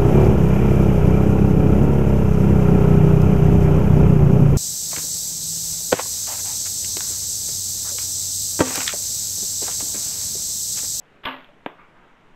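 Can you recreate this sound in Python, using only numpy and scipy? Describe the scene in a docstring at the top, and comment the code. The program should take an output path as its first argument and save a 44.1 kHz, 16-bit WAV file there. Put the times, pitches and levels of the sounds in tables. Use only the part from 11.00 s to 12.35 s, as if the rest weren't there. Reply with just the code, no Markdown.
"""A click and a sharp slap: a compound bow is released under a canopy and its string snaps home.
The bow's limbs and loose fittings rattle while the string twangs. About 0.4 s later the arrow
thuds into a target, and the surroundings throw back an echo. A faint outdoor rush lies beneath.
The shot is dull above 4 kHz, apart from a faint mirrored copy of it in the top octave."""
import sys
import numpy as np
from scipy import signal
from scipy.fft import rfft, irfft
from scipy.io import wavfile
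from scipy.ndimage import uniform_filter1d

SR = 44100
rng = np.random.default_rng(int(sys.argv[2]) if len(sys.argv) > 2 else 0)


def master(y):
    """Save y as 16-bit WAV."""
    cut = np.clip(np.atleast_2d(y).T, -1, 1)
    pcm = np.round(cut * 32767)  # scale
    wavfile.write(sys.argv[1], SR, pcm.astype(np.int16))


N = 59535

# Clicks of the release, string stop and fittings: t/s, level/dB, rise/s, fade/s
# (t is when a sound starts; fade is the time it takes to drop by 60 dB)
CLICKS = [(.239, -36.5, 0.0014, 0.025), (0.2523, -17.5, 0.00115, 0.019), (0.256, -22.5, 0.00046, 0.022),
          (0.4446, -44.5, 0.00091, 0.011), (.4865, -54, .001, 0.025)]
# Tone colour of the clicks: f/Hz, relative level/dB
CLICK_COLOUR = [(100, -7), (1000, -14.5), (2200, -11), (2900, -3), (3450, 4), (3750, -2.5), (4000, -19),
                (4400, -25), (5200, -29), (6300, -67)]
# Knocks through the bow's frame: t/s, clack level/dB, ring level/dB
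KNOCKS = [(0.235, -36.5, -45), (.2552, -28.5, -36.5), (0.2651, -28, -37), (0.274, -27, -38.5),
          (.2842, -26, -44)]
# Tone colour of the frame's clacks and buzz: f/Hz, relative level/dB
FRAME_COLOUR = [(40, -34), (90, -28), (135, -14), (300, -5), (480, -7.5), (1100, -1.5), (2000, -5.5),
                (3400, -10.5), (4200, -24.5), (5700, -45.5), (8000, -76)]
# Tones the knocked bow rings with: f/Hz, level/dB (added to the knock's ring level), fade/s
BOW_TONES = [(390, -11, .2), (632, -15, .52), (781, -8, .25), (901, -3, .24), (1043, -4, .28),
             (1160, 0, .22), (1228, -6, .28), (1408, -9, .36), (1500, -6, .22), (1677, -3, .26),
             (2076, -7, .22), (2592, -9, .27), (2777, -9, .3), (2821, -9, .27), (2969, -9, .25),
             (3130, -10, .22), (3393, -8, .18)]
# Low tones of the limbs' kick: f/Hz, level/dB, fade/s
LIMB_TONES = [(34.7, -41, 0.044), (165, -34.5, 0.053), (294, -29.5, 0.069)]
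# Tones of the string, before its swell and damping: f/Hz, level/dB, fade/s
STRING_TONES = [(131.6, -51.5, 0.71), (262.2, -32.5, 0.57)]
# Hums of a loose part: t/s, f/Hz, level/dB, fade/s
HUMS = [(.332, 575.5, -39.5, 0.23), (.487, 585, -46.5, 0.11)]
# Tones the struck target rings with: f/Hz, level/dB, fade/s
TARGET_TONES = [(300, -21, 0.038), (569, -20, 0.019), (756, -15.5, 0.0098), (940, -21.5, .024),
                (1200, -37.5, 0.058), (1650, -26.5, 0.02), (2323, -36, 0.021), (3120, -41, 0.016),
                (3380, -33, 0.01)]
# Echoes of the hit from near and far: t/s, level/dB, rise/s, fade/s, centre f/Hz, width/octaves
ECHOES = [(.664, -35.5, 0.0019, 0.053, 800, 1.25), (0.667, -38.5, .004, 0.33, 600, 1.26),
          (.777, -48.5, 0.012, 0.48, 1160, 0.35), (0.782, -53, 0.0094, 0.38, 2240, 0.13),
          (.92, -55, 0.05, 1.6, 1160, .5)]
# Tone colour shared by all echoes: f/Hz, relative level/dB
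ECHO_COLOUR = [(60, -28), (150, -10), (300, 3), (2500, -1), (3600, -2.5), (4400, -33), (6000, -62)]
# Tone colour of the outdoor background: f/Hz, relative level/dB
AIR_COLOUR = [(20, 11), (45, -22), (75, -4), (110, -5.5), (175, 0), (260, -3), (450, -4.5), (750, -7.5),
              (1200, -9), (1700, -10), (2860, -15), (3600, -21.5), (4700, -30.5), (7000, -33.5),
              (10000, -41), (13000, -57.5), (14500, -70)]
# How strong the mirrored treble is at each frequency: f/Hz, gain/dB
MIRROR_COLOUR = [(9000, -24), (11000, -14.5), (12600, -23.5), (13500, -30), (14500, -47)]

TIMES = np.arange(N) / SR  # t/s of each sample
FREQS = np.fft.rfftfreq(N, 1 / SR)  # f/Hz of each point in a spectrum


def clicks():
    """Small hard parts snap together, each giving a short, bright burst of noise."""
    colour = colour_curve(CLICK_COLOUR)
    return sum(gain(db) * envelope(start, rise, fade) * noise(colour) for start, db, rise, fade in CLICKS)


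def frame_rattle(knock_rise_s=0.00062, waver_hz=5.3):
    """Loose fittings buzz unevenly, while each knock clacks and sets the bow ringing."""
    colour = colour_curve(FRAME_COLOUR)
    chatter = gain(3 * np.tanh(drift(seconds=0.0023)))  # the level flutters by up to 3 dB
    buzz = normalise(chatter * noise(colour))
    sound = gain(-29.5) * envelope(start=0.243, rise=0.027, fade=0.45) * buzz
    for start, clack_db, _ in KNOCKS:
        sound += gain(clack_db) * envelope(start, knock_rise_s, fade=0.049) * noise(colour)
    for hz, db, fade in BOW_TONES:
        energy = sum((gain(ring_db) * envelope(start, knock_rise_s, fade)) ** 2
                     for start, _, ring_db in KNOCKS)
        pitch_hz = hz + waver_hz * drift(seconds=0.015)  # rattling parts shift the tone a little
        cycles = rng.random() + np.cumsum(pitch_hz) / SR
        sound += muffle(gain(db) * np.sqrt(energy) * np.sin(2 * np.pi * cycles))
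    return sound


def limb_kick():
    """The limbs, the bow's springy arms, kick forward with a low thump."""
    return muffle(ring(start=0.2545, tones=LIMB_TONES))


def string_twang(start=0.256, rise_s=0.037, damp_s=0.2):
    """The string swings up into its twang until the dampers choke it."""
    age = since(start)
    swell = np.minimum(age / rise_s, 1)
    damping = np.exp(-(age / damp_s) ** 4)
    return ring(start, STRING_TONES) * swell * damping


def loose_part_hums(rise_s=0.003):
    """A loose part hums softly and briefly as the bow rocks."""
    return sum(gain(db) * envelope(start, rise_s, fade) * np.sin(2 * np.pi * hz * since(start))
               for start, hz, db, fade in HUMS)


def arrow_hit(tip_hz=2500, tip_db=-16.5, tip_fade_s=0.0042, bass_cut_hz=220):
    """The arrow's tip cracks the target's face, then the target takes the blow with a dead thud."""
    tick = ring(start=0.6611, tones=[(tip_hz, tip_db, tip_fade_s)])
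    thud = -ring(start=0.6626, tones=TARGET_TONES)  # swings the opposite way to the tick
    bass_cut = signal.butter(2, bass_cut_hz, "high", fs=SR, output="sos")
    return signal.sosfilt(bass_cut, muffle(tick + thud))


def echoes():
    """The surroundings scatter the hit back as fading bands of noise."""
    sound = np.zeros(N)
    for start, db, rise, fade, centre_hz, width in ECHOES:
        octaves_away = np.log2((FREQS + 1) / centre_hz)
        band_db = -10 * np.log10(1 + (octaves_away / width) ** 4)
        sound += gain(db) * envelope(start, rise, fade) * noise(colour_curve(ECHO_COLOUR) + band_db)
    return sound


def outdoor_air(level_db=-53, patch_db=1):
    """A faint, steady rush in which patches of pitch grow slightly louder and softer."""
    slicing = dict(nperseg=1024, noverlap=768)
    _, _, slices = signal.stft(noise(colour_curve(AIR_COLOUR)), SR, **slicing)
    patches = uniform_filter1d(rng.standard_normal(slices.shape), size=10, axis=0)  # blur over pitch
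    patches = normalise(uniform_filter1d(patches, size=12, axis=1))  # blur over time
    _, rush = signal.istft(slices * gain(patch_db * patches), **slicing)
    return gain(level_db) * normalise(rush[:N])


def gain(db):
    """Turns decibels into a number to multiply by."""
    return 10 ** (np.asarray(db) / 20)


def normalise(sound):
    """Scales a sound to an average strength (rms) of 1."""
    return sound / np.sqrt(np.mean(sound ** 2) + 1e-20)


def colour_curve(points):
    """Joins a table's points into a curve in dB over all frequencies, spaced like musical pitch."""
    hz, db = np.transpose(points)
    return np.interp(np.log(FREQS + 1), np.log(hz + 1), db)


def noise(colour_db):
    """Noise of strength 1 with the given tone colour."""
    white_spectrum = rfft(rng.standard_normal(N))
    return normalise(irfft(white_spectrum * gain(colour_db), N))


def drift(seconds):
    """A random wobble of strength 1 that changes in about the given time."""
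    return noise(-10 * np.log10(1 + (2 * FREQS * seconds) ** 4))


def since(start):
    """Seconds since the start, zero before it."""
    return np.maximum(TIMES - start, 0)


def envelope(start, rise, fade):
    """Loudness over time: a straight climb, then a drop of 60 dB every `fade` seconds."""
    climb = np.minimum(since(start) / rise, 1)
    return climb * np.exp(-np.log(1000) * since(start + rise) / fade)


def ring(start, tones):
    """Pure tones that are struck together and die away."""
    age = since(start)
    return sum(gain(db) * np.exp(-np.log(1000) * age / fade) * np.sin(2 * np.pi * hz * age)
               for hz, db, fade in tones)


def muffle(sound, cutoff_hz=3800):
    """Takes the bright edge off a struck sound."""
    return signal.sosfilt(signal.butter(10, cutoff_hz, fs=SR, output="sos"), sound)


def scene():
    """Bow, arrow and background, mixed into one channel."""
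    bow = clicks() + frame_rattle() + limb_kick() + string_twang() + loose_part_hums()
    return (bow + arrow_hit() + echoes() + outdoor_air())[None]


def record(dry):
    """Adds a faint, high copy with its frequencies flipped over, then cuts the very top."""
    mirror_hz, top_hz = 16000, 14600
    mirrored = 2 * dry * np.cos(2 * np.pi * mirror_hz * TIMES)  # a tone at f shows up at mirror_hz - f
    faint_copy = irfft(rfft(mirrored) * gain(colour_curve(MIRROR_COLOUR)), N)
    top_cut = signal.firwin(401, top_hz, window=("kaiser", 9), fs=SR)
    return signal.oaconvolve(dry + faint_copy, top_cut[None], "same")


dry = scene()
out = record(dry)
master(out)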